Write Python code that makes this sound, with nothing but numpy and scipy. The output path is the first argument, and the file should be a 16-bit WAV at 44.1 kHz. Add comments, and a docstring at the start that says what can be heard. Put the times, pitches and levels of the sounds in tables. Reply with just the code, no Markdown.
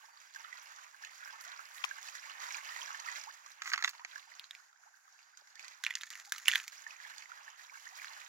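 """A lake shore: small waves lap to the right of a pair of microphones, each a surge of ringing
bubbles, fizzing foam and noise. Close by, a knife is pushed into its sheath and hands work at a fish
with wet cracks and snaps: struck modes, short cracks of noise and stick-slip crackle. A twig snaps on
the left. Behind lie the wash of the far shore and the rising sine whistle of a wader far off."""
import sys
import numpy as np
from scipy import signal
from scipy.fft import rfft, irfft, next_fast_len
from scipy.io import wavfile
from scipy.ndimage import uniform_filter1d

SR = 44100
rng = np.random.default_rng(int(sys.argv[2]) if len(sys.argv) > 2 else 0)


def invert_db(x):
    """Field ratio 10**(x/20) for x, a level in decibels (scalar or array-like)."""
    u = np.asarray(x, float) / 20
    return 10 ** u


def digitize_waveform(pressure):
    """Quantize a signal to 16-bit integers and store it at the path in sys.argv[1].

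    Rows of a 2-D input are taken as channels; values are limited to [-1, 1].
    """
    field = np.atleast_2d(pressure).T
    bounded = np.clip(field, -1, 1)
    quanta = np.round(bounded * 32767).astype(np.int16)
    wavfile.write(sys.argv[1], SR, quanta)


N = 365146  # samples

# All levels are relative: mixing, filtering and placing follow.
# Wavelets that slap the bank, churn, then drain:
# start_s, churn_s, gurgle_db, fizz_db, spray_db
LAPS = [(-.03, 0.077, -61, -66.5, -74), (.12, .16, -61, -64, -77), (.335, 0.15, -55.5, -62, -73.5),
        (.51, 0.2, -54.5, -60.5, -74), (.76, 0.1, -55.5, -61.5, -73.5), (.91, 0.093, -62.5, -67.5, -76),
        (1.0, 0.049, -55, -59, -73), (1.09, 0.1, -59, -60.5, -72), (1.18, 0.16, -52.5, -61, -74),
        (1.37, 0.11, -54.5, -62, -82), (1.44, 0.13, -53, -61, -74), (1.56, 0.13, -56, -63, -70),
        (1.7, 0.28, -52.5, -56.5, -69), (2.0, 0.085, -53, -54.5, -66.5), (2.13, 0.016, -51.5, -52.5, -67),
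        (2.21, 0.093, -51.5, -57, -71), (2.31, 0.18, -52.5, -67, -72.5), (2.38, 0.19, -46.5, -51, -63),
        (2.62, 0.17, -47, -52, -64), (2.8, 0.18, -49, -53.5, -68), (3.03, 0.16, -48, -51.5, -65),
        (3.27, 0.2, -61, -65.5, -77), (3.46, 0.18, -61.5, -68.5, -78), (3.92, 0.022, -58.5, -60.5, -75),
        (4.07, .13, -57, -59.5, -74), (4.27, 0.1, -60.5, -64, -80), (4.42, 0.012, -77, -64, -83),
        (4.53, 0.02, -66, -64.5, -77), (4.92, 0.13, -91, -77, -82), (5.08, 0.057, -76.5, -70, -90),
        (5.18, 0.045, -65, -66, -83), (5.37, 0.021, -66.5, -66, -80), (5.46, 0.1, -67, -70.5, -90),
        (5.57, 0.15, -58, -59.5, -75.5), (5.76, 0.018, -75, -77, -75), (6.7, 0.1, -56, -57, -69),
        (6.86, 0.077, -54.5, -59, -71.5), (6.99, 0.12, -53, -58, -70.5), (7.18, 0.026, -55, -58, -74),
        (7.28, 0.22, -56, -64, -76.5), (7.57, 0.058, -58.5, -60, -71.5), (7.7, 0.2, -58.5, -60, -70.5),
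        (7.92, 0.23, -52.5, -57, -68.5), (8.16, 0.11, -56, -60, -73.5)]
# Brief puffs of fine spray: start_s, length_s, level_db
PUFFS = [(.35, 0.018, -68), (.622, 0.014, -63), (1.24, 0.046, -67.5), (1.408, 0.0061, -57),
         (1.735, 0.046, -60.5), (7.96, 0.018, -70)]
# Gurgle, fizz and spray between wavelets: level_db of each
CALM_DB = (-81, -76.5, -93)


def water():
    """Superposition of surges: bubbles and wash gurgle, foam fizzes, single drops stand out."""
    laps = [surges(LAPS, column, rise_s=0.015, sag_db=-1, fall_db=91.5, swell=0.13) for column in (2, 3, 4)]
    gurgle, fizz, spray = (np.hypot(lap, invert_db(db)) for lap, db in zip(laps, CALM_DB))
    spray = np.hypot(spray, surges(PUFFS, column=2, rise_s=0.0035, sag_db=13, fall_db=306))

    bubbles = grains(750, 3000, per_s=1000, spread_db=3.3, cycles=7.5, glide=0.2, clump_db=2.2)
    foam = grains(3500, 7200, per_s=520, spread_db=6.2, cycles=4.5, glide=0.06, clump_db=1)
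    drops = 0.7 * gurgle * evened(microphones(bubbles))
    drops += 0.6 * fizz * evened(microphones(foam))
    drops += glugs() + plops()

    hiss = crackle(per_s=120, spread_db=2.5, burst_s=0.005, steady=0.9, wide=0.65)
    wash = 0.43 * gurgle * evened(band(hiss, index=0))
    wash += 0.58 * fizz * evened(band(hiss, index=1))
    wash += spray * evened(band(hiss, index=2))
    return scatter(drops, share=0.55) + wash


# Drops falling back: start_s, level_db, ring_hz, bright_crack_db (against the ring)
PLOPS = [(0.3378, -48.5, 1490, 10), (0.3466, -41, 1830, -2), (0.3592, -36, 1590, -8),
         (.398, -52.5, 965, -27), (.405, -50, 2100, -20), (0.446, -41.5, 1360, -29),
         (0.527, -39.5, 1990, -14), (0.5793, -49, 1410, -24), (0.761, -45, 2270, 13),
         (0.7855, -45, 1460, -15), (0.9444, -49.5, 1590, -20), (1.0367, -41, 1680, -26),
         (1.0479, -36, 2580, -0.5), (1.0545, -52, 1680, -2), (1.205, -47, 1630, -14),
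         (1.229, -43.5, 1490, -27), (1.257, -43, 1480, -21), (1.3, -47, 1600, -25),
         (1.4095, -41.5, 1450, -2), (1.4493, -39, 1470, -6), (1.592, -38.5, 1320, -28),
         (1.9107, -35, 1620, -44), (2.0277, -41.5, 1940, 10), (2.086, -39, 2560, -10),
         (2.151, -36.5, 1580, -2), (2.2954, -42, 1260, -12), (2.298, -43, 2900, -9), (2.432, -42, 1430, -2),
         (2.5065, -34.5, 2200, -8), (2.5447, -32.5, 2420, -9), (2.8155, -35, 3080, -16),
         (2.9037, -40, 1340, -19), (2.9456, -36, 1750, -16), (2.9994, -36, 2530, 4),
         (3.0859, -35, 1900, -29), (3.123, -39, 2250, -3), (3.1577, -36.5, 2150, -1),
         (3.2362, -39.5, 2140, 6), (3.4607, -40.5, 1180, -6), (3.5157, -48.5, 1200, 17),
         (4.1314, -46.5, 1560, -32), (4.1578, -38, 1650, -20), (4.178, -40, 1750, -2),
         (4.318, -47, 2000, -17), (4.728, -56, 1350, -13), (4.835, -58, 1620, -30), (5.078, -53, 1270, -15),
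         (5.205, -59, 2250, -19), (5.1904, -52.5, 2510, -4), (5.372, -44, 1510, 2), (5.472, -51, 1960, -2),
         (5.5547, -44.5, 1830, 3), (5.594, -37, 2360, -6), (5.6451, -38.5, 2310, 1),
         (5.6806, -38.5, 2330, 4), (6.865, -37, 1780, -28), (6.9068, -40, 2530, -8),
         (7.001, -43, 1770, -23), (7.05, -41, 1830, -27), (7.114, -48, 1820, -25), (7.1808, -38, 2410, 15),
         (7.222, -40.5, 2230, -7), (7.2566, -47.5, 2060, -23), (7.317, -39, 1420, -20),
         (7.4784, -41.5, 1700, -35), (7.5952, -46, 1740, -9), (7.6964, -47, 2240, -24),
         (7.774, -49, 2280, -13), (7.8545, -40.5, 1560, -7), (7.9868, -45, 1860, -26),
         (7.9972, -43.5, 2400, -21), (8.017, -42, 1900, -23), (8.07, -41.5, 1920, -15),
         (8.165, -45, 1600, -22), (8.2158, -46, 2350, -27)]


def plops():
    """Bubble resonance: each drop rings for a fixed number of cycles, so high ones die sooner."""
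    rows = []
    for s, db, hz, bright_db in PLOPS:
        top_db = bright_db - 19.5
        t60 = 21 / hz  # 21 cycles to die by 60 dB
        rows.append((s, db, hz, bright_db, top_db, t60))
    return snaps(rows, rise_s=0.00028, rattle_db=-21.5, tail_db=-28, tail_s=0.21,
                 thin_hz=478, upper_hz=3000, upper_db=-27.5)


# Big bubbles: start_s, level_db, start_hz, end_hz, length_s
GLUGS = [(0.036, -57.5, 800, 1140, 0.013), (1.462, -59, 645, 770, 0.031), (2.262, -52, 902, 1310, 0.027),
         (3.045, -51, 860, 1300, .02), (3.078, -48, 950, 1390, 0.021), (3.269, -46, 788, 1990, 0.042),
         (4.002, -51, 926, 1165, 0.021), (4.858, -61, 725, 1170, 0.029), (5.045, -72, 777, 830, 0.022),
         (5.137, -65, 1480, 1800, .03), (5.325, -65, 1240, 2200, 0.023), (5.415, -57, 880, 680, 0.007),
         (5.563, -55, 1690, 2360, 0.016), (6.271, -58.5, 800, 860, 0.02), (7.057, -56, 800, 1300, .02),
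         (7.29, -53.5, 920, 1630, 0.014), (7.401, -58, 694, 1350, 0.035), (7.53, -59, 890, 1300, .012),
         (7.623, -64.5, 680, 1540, 0.042), (7.713, -52, 932, 2000, 0.04), (7.818, -62, 850, 1390, 0.0088),
         (7.752, -46, 1280, 1760, 0.0081), (7.86, -47.5, 1475, 2250, 0.017), (7.921, -57, 690, 1400, 0.032),
         (7.97, -63, 885, 1300, 0.016)]


def glugs():
    """Frequency glide: a big bubble sounds a short sine whose pitch moves, nearly always upwards."""
    out = np.zeros(N)
    for s, db, start_hz, end_hz, length in GLUGS:
        u = np.linspace(0, 1, int(length * SR))
        turns = np.cumsum(start_hz + (end_hz - start_hz) * u ** 1.6) / SR
        envelope = np.sin(np.pi * u).clip(0) ** 0.4
        add(out, s, invert_db(db) * envelope * np.sin(2 * np.pi * turns))
    return out


# Wet cracks under the hands: start_s, level_db, ring_hz, bright_crack_db, top_crack_db, t60_s
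CRACKS = [(4.396, -31.5, 3820, -24, -14, 0.0011), (4.442, -41, 4050, -12, -45, 0.0037),
          (4.509, -32, 3690, -10.5, -13.5, 0.007), (4.55, -38.5, 2370, -9, -19, 0.0059),
          (5.8375, -24, 1710, 0, -11, 0.0027), (5.8395, -24, 1760, -4, -12, 0.0037),
          (5.849, -26.5, 3180, 2, -24, 0.0034), (5.865, -19.5, 2530, -16, -24, 0.0031),
          (5.874, -39, 2100, -17, -25, 0.0091), (5.882, -42, 2000, -6, -18, .006),
          (5.905, -35, 2300, -12, -22, .004), (5.9065, -27.5, 2000, -19, -22, 0.013),
          (5.925, -41, 2100, -15, -25, .01), (5.938, -42, 2800, -8, -23, 0.0098),
          (5.953, -23.5, 1940, 4.5, -14.5, 0.0091), (5.971, -36, 1920, -19, -27, 0.0045),
          (6.011, -34, 3720, -12, -11, 0.0038), (6.017, -36, 3000, 4, -6, 0.0037),
          (6.021, -46, 1930, 8, -11, 0.0046), (6.034, -28.5, 1690, -4, -24, 0.0054),
          (6.07, -44, 1810, -11, -25, 0.027), (6.1035, -33, 1900, 5, -5.5, 0.0054),
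          (6.135, -40, 2900, -8, -27, 0.013), (6.154, -32, 2080, -7.5, -12, 0.0045),
          (6.199, -39, 2300, 8, -8, 0.0047), (6.212, -51, 2670, -16, -18, 0.01),
          (6.25, -46.5, 2140, 0, -4, 0.0057), (6.321, -19.5, 1560, -2.5, -8, 0.0083),
          (6.36, -37, 1320, -2, -17, 0.015), (6.381, -35, 2980, 0, -5, 0.013),
          (6.452, -45, 2000, 8, -12, 0.0054), (6.457, -28, 2500, -8, -18, 0.0056),
          (6.471, -31.5, 2500, -16, -37, 0.0092), (6.478, -30, 2700, 5, -15, 0.011),
          (6.482, -9, 2910, -17, -11.5, 0.0058), (6.487, -22.5, 1720, -10, -17, 0.0071),
          (6.491, -32, 1820, -11.5, -32, .007), (6.4965, -26, 1900, -18, -31, 0.0074),
          (6.502, -30, 1900, -24, -40, 0.0043), (6.507, -30, 2600, -2, -30, 0.0053),
          (6.515, -22, 3200, -12, -35, .003), (6.52, -28.5, 2460, -6, -39, 0.0051),
          (6.529, -28, 2000, -12, -36, 0.0057), (6.535, -20.5, 1806, -13, -47, 0.0093),
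          (6.5495, -28, 3330, -9, -29, 0.008), (6.5525, -33, 3400, -19, -24, 0.0047),
          (6.5535, -29, 1690, -11, -24, 0.0035), (6.556, -18, 1850, -20, -16, 0.006),
          (6.5568, -16, 3400, -19, -13, 0.0019), (6.563, -34, 1800, -11, -25, .008),
          (6.581, -35.5, 1800, -15, -25, 0.0076), (6.592, -40, 2000, -1, -11, .005),
          (6.6, -29.5, 2260, -14, -16, 0.0012), (6.64, -40.5, 2660, -6, -11, 0.0067),
          (6.679, -31, 2250, 2, -5.5, 0.0071), (8.045, -32.5, 1560, -9, -23, 0.0033)]
# Strokes of fingers on wet skin: start_s, length_s, body_db, bright_db
RUB = [(5.83, 0.12, -75, -65), (5.965, 0.024, -68, -61), (6.0, 0.037, -58, -62), (6.05, 0.037, -75, -61),
       (6.1, 0.12, -55.5, -57.5), (6.24, 0.062, -75, -60), (6.33, 0.11, -58, -57.5),
       (6.45, 0.037, -62, -53.5), (6.485, 0.094, -51, -46.5), (6.565, 0.06, -57, -54.5),
       (6.63, 0.06, -63, -60.5)]
# Resonances of the skin: pitch_hz, width_hz, level_db
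SKIN_RING = [(1300, 560, -6.5), (1900, 550, 2.5), (3280, 700, -16)]


def hands():
    """Impact and friction: wet cracks excite a ring while fingers stick and slip on the skin."""
    cracks = snaps(CRACKS, rise_s=0.00028, rattle_db=-9, tail_db=-29, tail_s=0.24,
                   thin_hz=1350, upper_hz=3420, upper_db=-11)
    return scatter(cracks, share=0.36) + rubbing(RUB, SKIN_RING, top_db=-8)


# Knocks in the sheath: start_s, level_db, ring_hz, bright_crack_db, top_crack_db, t60_s
SHEATH = [(3.619, -30.5, 1320, -3.5, -23, 0.016), (3.656, -36.5, 1990, -26, -25, 0.036),
          (3.675, -32.5, 2000, -12, -31, 0.014), (3.717, -30, 2050, -20, -34, 0.017),
          (3.726, -41, 1300, -20, -34, .012), (3.734, -18, 1700, -2, -48, 0.011),
          (3.739, -20.5, 1357, -22, -24, 0.0096), (3.7425, -34, 2000, -13, -30, .008),
          (3.7772, -27, 1970, -11, -24, 0.0079), (3.781, -33, 2000, -20, -35, 0.0096),
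          (3.79, -35, 1720, -11, -29, 0.013), (3.797, -47, 1350, -22, -35, 0.014),
          (3.803, -41, 1900, -15, -33, .012), (3.81, -43, 1300, -20, -35, .02),
          (3.824, -26.5, 1760, -2, -22, 0.0072), (3.839, -24.5, 1250, 0.5, -29, 0.0091),
          (3.8445, -20, 1990, -5.5, -23, 0.0058), (3.8455, -20, 3470, -10, -26, .005),
          (3.8765, -26, 1790, -9, -40, 0.012), (3.881, -30, 1300, -2, -28, 0.0068),
          (3.892, -33, 4400, -7, -5, 0.0064), (3.933, -44, 1330, -24, -34, 0.0077),
          (3.949, -46.5, 1010, -17, -36, .012), (3.994, -42, 950, -17, -36, 0.016),
          (4.048, -29, 1610, -3, -30, 0.0079)]
# Strokes of the knife in the sheath: start_s, length_s, body_db, bright_db
SLIDE = [(3.63, 0.031, -55, -56), (3.657, 0.05, -47.5, -48), (3.72, 0.009, -57, -45),
         (3.78, 0.032, -54, -58), (3.845, 0.017, -56, -48.5), (3.872, 0.024, -58, -48)]
# Resonances of the sheath's hollow: pitch_hz, width_hz, level_db
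SHEATH_RING = [(1320, 260, 1.5), (2000, 240, -0.5), (2900, 500, -11)]


def knife_in_sheath():
    """Impact and friction: the blade knocks and slides, exciting the resonances of the hollow."""
    knocks = snaps(SHEATH, rise_s=0.00035, rattle_db=-2, tail_db=-20, tail_s=0.096,
                   thin_hz=1026, upper_hz=4400, upper_db=-10.5)
    return scatter(knocks, share=0.36) + rubbing(SLIDE, SHEATH_RING, top_db=-13)


# Snaps of a twig: start_s, level_db, ring_hz, bright_crack_db, top_crack_db, t60_s
TWIG = [(1.8395, -27.5, 3200, -10, -24, 0.0097), (1.8418, -20, 2590, -22, -35, 0.005),
        (1.8422, -29, 1000, -33, -44, 0.0081), (1.8475, -32, 1160, -3, -13, 0.016)]


def twig():
    """Impulsive excitation: a few abrupt snaps set short modes ringing."""
    cracks = snaps(TWIG, rise_s=0.00027, rattle_db=-9, tail_db=-31, tail_s=0.015,
                   thin_hz=800, upper_hz=5400, upper_db=-17)
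    return scatter(cracks, share=0.11)


# Bird calls: start_s, level_db
BIRD = [(.1, -71.5), (1.09, -72), (2.05, -78), (3.06, -77), (4.04, -71), (5.1, -76), (6.0, -74), (7.2, -75)]
# Pitch curve of one whistle: time_s (from the start of the call), pitch_hz
WHISTLE = [(-.02, 4590), (.04, 4630), (.15, 4740), (.26, 4835), (.33, 4855)]


def bird():
    """Frequency modulation: a thin rising sine, its level fluttering in the air on its way."""
    out = np.zeros(N)
    s, hz = np.transpose(WHISTLE)
    t = np.arange(s[0], s[-1], 1 / SR)
    turns = np.cumsum(np.interp(t, s, hz)) / SR
    envelope = signal.windows.tukey(len(t), 0.25) * np.linspace(0.8, 1.1, len(t))
    tone = envelope * np.sin(2 * np.pi * turns)
    for start, db in BIRD:
        flutter = evened(uniform_filter1d(rng.standard_normal(len(t)), 1500))
        add(out, start + s[0], invert_db(db + 1.8 * flutter) * tone)
    return np.array([out, out])  # straight ahead


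# Spectrum of the far shore: pitch_hz, level_db
FAR = [(59, -81), (100, -51), (556, -22.5), (832, -9), (1170, -9), (1570, 1.5), (1900, -6.5), (2500, -14.5),
       (3510, -24.5), (6920, -6.5), (8550, -30), (11500, -22.5), (15800, -33.5)]


def far_shore():
    """Incoherent sum of lapping along the bank: a soft wash that swells, with scattered gurgles."""
    swell = rng.standard_normal(N)
    for _ in range(2):
        swell = uniform_filter1d(swell, 3000)
    wash = evened(colour(rng.standard_normal((2, N)), FAR)) * invert_db(3 * evened(swell))
    gurgles = [grains(600, 2800, per_s=260, spread_db=4.2, cycles=10, glide=0.2, clump_db=2.5)
               for port in range(2)]
    both = wash + 0.9 * evened(colour(np.array(gurgles), FAR))
    tilt = invert_db(np.array([[-1.5], [1.5]]))  # a little louder on the right
    return invert_db(-69) * both * tilt


def grains(lo_hz, hi_hz, per_s, spread_db, cycles, glide, clump_db):
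    """Bubble resonance: short rising sines of 20 sizes at random times; like sizes come in clumps."""
    luck = rng.random(N) * SR / per_s
    kind = rng.integers(0, 20, N)
    train = (luck < 1) * invert_db(spread_db * np.minimum(-np.log(luck + 1e-9), 4))  # few loud, many soft
    clumps = rng.standard_normal((N // 256 + 1, 20))
    clumps = uniform_filter1d(clumps, size=10, axis=0)  # smooth in time
    clumps = evened(uniform_filter1d(clumps, size=5, axis=1))  # smooth across sizes
    train *= invert_db(clump_db * clumps[np.arange(N) // 256, kind])
    out = np.zeros(N)
    for k, hz in enumerate(np.geomspace(lo_hz, hi_hz, 20)):
        u = np.arange(int(4 * cycles * SR / hz)) * hz / SR / cycles
        envelope = (1 - np.exp(-6 * u)) * np.exp(-1.5 * u)
        bubble = envelope * np.sin(2 * np.pi * cycles * (u + glide * u ** 2))
        out += signal.oaconvolve(train * (kind == k), bubble / np.linalg.norm(bubble))[:N]
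    return out


def snaps(rows, rise_s, rattle_db, tail_db, tail_s, thin_hz, upper_hz, upper_db):
    """Modal impact: a brief ring with an upper mode, a rattle, a wide crack and a lumpy wet squelch."""
    out, t = np.zeros(N), np.arange(4000) / SR
    noise = microphones(rng.standard_normal((len(rows), 4000)))
    body, bright, top = (evened(band(noise, index=k)) for k in range(3))
    lumps = evened(uniform_filter1d(rng.standard_normal((len(rows), 4000)), 130, axis=1))
    upper = invert_db(upper_db) * np.sin(2 * np.pi * upper_hz * t)
    for k, (s, db, hz, bright_db, top_db, t60) in enumerate(rows):
        envelope = (1 - np.exp(-t / (rise_s + 0.027 * t60))) ** 2 * invert_db(-60 * t / t60)
        crack = invert_db(bright_db) * bright[k] + invert_db(top_db) * top[k]
        ring = np.sin(2 * np.pi * hz * t) + upper
        blow = envelope * (ring + invert_db(rattle_db) * body[k] + 0.76 * crack)
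        blow *= 1.42 / abs(blow).max()
        tail = invert_db(tail_db + 5 * lumps[k] - 60 * t / tail_s) * (1 - np.exp(-t / 0.011))
        squelch = tail * (body[k] + 0.5 * crack)
        add(out, s, invert_db(db) * (blow + squelch))
    return highpass(out, thin_hz)  # small things radiate no bass


def rubbing(rows, ring, top_db):
    """Stick-slip friction: dense uneven crackle rings in the resonances of what is rubbed."""
    hiss = crackle(per_s=420, spread_db=3.1, burst_s=0.0012, steady=0.2, wide=0.6)
    bright = evened(band(hiss, index=1)) + invert_db(top_db) * evened(band(hiss, index=2))
    body = sum(invert_db(db) * signal.lfilter(*signal.iirpeak(hz, hz / width, SR), hiss) for hz, width, db in ring)
    body_gain, bright_gain = (surges(rows, column, rise_s=0.0076, sag_db=32, fall_db=597)
                              for column in (2, 3))
    return body_gain * evened(body) + bright_gain * bright


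def crackle(per_s, spread_db, burst_s, steady, wide):
    """Shot noise: hiss in tiny decaying bursts over a steady part; wide (0-1) makes the ports differ."""
    size = (rng.random(N) < per_s / SR) * invert_db(2 * spread_db * np.minimum(rng.exponential(1, N), 4))
    power = signal.lfilter([1], [1, -np.exp(-1 / (burst_s * SR))], size)
    noise = rng.standard_normal((3, N))
    pair = np.sqrt(1 - wide ** 2) * noise[0] + wide * noise[1:]
    return microphones(np.sqrt(power / power.mean() + steady) * pair)


def surges(rows, column, rise_s, sag_db, fall_db, swell=0):
    """Energy addition of surges: each rises, sags (dB/s) while it lasts, then falls (dB/s)."""
    power = np.full(N // 32 + 2, 1e-20)  # one value per 32 samples
    for row in rows:
        start, length, level_db = row[0], row[1], row[column]
        t = np.arange(len(power)) * 32 / SR - start
        db = level_db - sag_db * np.clip(t, 0, length) - fall_db * np.maximum(t - length, 0)
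        rise = np.clip(t / (rise_s + swell * length), 0, 1)  # with swell, long ones rise more slowly
        power += (rise * invert_db(db)) ** 2
    return np.interp(np.arange(N) / 32, np.arange(len(power)), np.sqrt(power))


def scatter(x, share):
    """Diffuse scattering: each port adds its own short, shifting echo noise from the bank."""
    t, wet = np.arange(1500) / SR, 0
    for k in range(3):  # three echo patterns fade into one another in turn
        taps = rng.standard_normal((2, 1500)) * invert_db(-60 * t / 0.034) * (t > 0.0005)
        taps /= np.linalg.norm(taps, axis=1)[:, None]
        turn = np.sqrt(2 / 3) * np.cos(2 * np.pi * (3.1 * np.arange(N) / SR + k / 3))
        wet = wet + signal.oaconvolve((x * turn)[None], taps, axes=1)[:, :N]
    return np.sqrt(1 - share ** 2) * x + share * wet


def place(pair, lag, left_db):
    """Diffraction: the left port gets a delay (samples) and a level shift (dB); bass bends round."""
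    size = next_fast_len(N)
    hz = np.fft.rfftfreq(size, 1 / SR)
    shadow = invert_db(left_db * hz ** 2 / (hz ** 2 + 600 ** 2))
    delay = np.exp(-2j * np.pi * hz / SR * lag)
    left = irfft(rfft(pair[0], size) * shadow * delay, size)[:N]
    return np.array([left, pair[1]]) * invert_db(-left_db / 2)


# Response of the microphones, thin in the bass: pitch_hz, level_db
COLOUR = [(180, -77), (300, -49), (573, -11), (882, -4.5), (1080, -1), (1950, 2), (3160, -8.5),
          (3730, -10.5), (5200, -10.5), (6890, -9), (8410, -30.5), (11000, -25), (15800, -29)]


def microphones(x):
    """Transducer response: noise and bubbles take the colour of the microphones."""
    return colour(x, COLOUR)


def colour(x, points):
    """Minimum-phase filtering: a causal filter with the spectrum read on a log-frequency axis."""
    hz, db = np.transpose(points)
    grid_hz = abs(np.fft.fftfreq(4096, 1 / SR))
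    curve_db = np.interp(np.log(grid_hz + 1), np.log(hz + 1), db)
    log_gain = np.log(invert_db(np.maximum(curve_db, -100)))
    taps = np.fft.ifft(np.exp(np.conj(signal.hilbert(log_gain)))).real[:2048]
    return signal.oaconvolve(np.atleast_2d(x), taps[None], axes=1)[:, :x.shape[-1]].reshape(x.shape)


# Body, bright and top band: low_hz, high_hz
BANDS = [(150, 3200), (3600, 8400), (8400, 16500)]


def band(x, index):
    """Band-pass filtering: keeps the body, the bright or the top band."""
    return signal.sosfilt(signal.butter(4, BANDS[index], "band", fs=SR, output="sos"), x)


def highpass(x, hz):
    """High-pass filtering: takes away the bass at 18 dB per octave."""
    return signal.sosfilt(signal.butter(3, hz, "high", fs=SR, output="sos"), x)


def evened(x):
    """Normalization of energy: scales to rms 1."""
    return x / np.sqrt(np.mean(x ** 2) + 1e-20)


def add(mix, s, sound):
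    """Linear superposition: mixes a sound in at time s (seconds)."""
    part = mix[round(s * SR):][:len(sound)]
    part += sound[:len(part)]


def scene():
    """Stereo localization: water and sheath to the right, hands nearly ahead, a twig to the left."""
    mix = place(water(), lag=16.73, left_db=-7.5)
    mix += place(hands(), lag=0.94, left_db=-3.5)
    mix += place(knife_in_sheath(), lag=6, left_db=-5.5)
    mix += place(twig(), lag=-9, left_db=6.9)
    return mix + bird() + far_shore()


def band_limit(x):
    """A steep low-pass at the top of the band."""
    return signal.sosfilt(signal.butter(12, 16940, fs=SR, output="sos"), x)


def record(dry):
    """Linear filtering: a steep wind filter takes the bass; the top is cut off."""
    thin = highpass(dry, 320)
    thin += invert_db(-25) * dry  # a trace of bass leaks past
    low_pass = signal.firwin(255, 15950, window=("kaiser", 6), fs=SR)
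    mix = signal.oaconvolve(thin, low_pass[None], "same")
    return band_limit(mix)


dry = scene()
out = record(dry)
digitize_waveform(out)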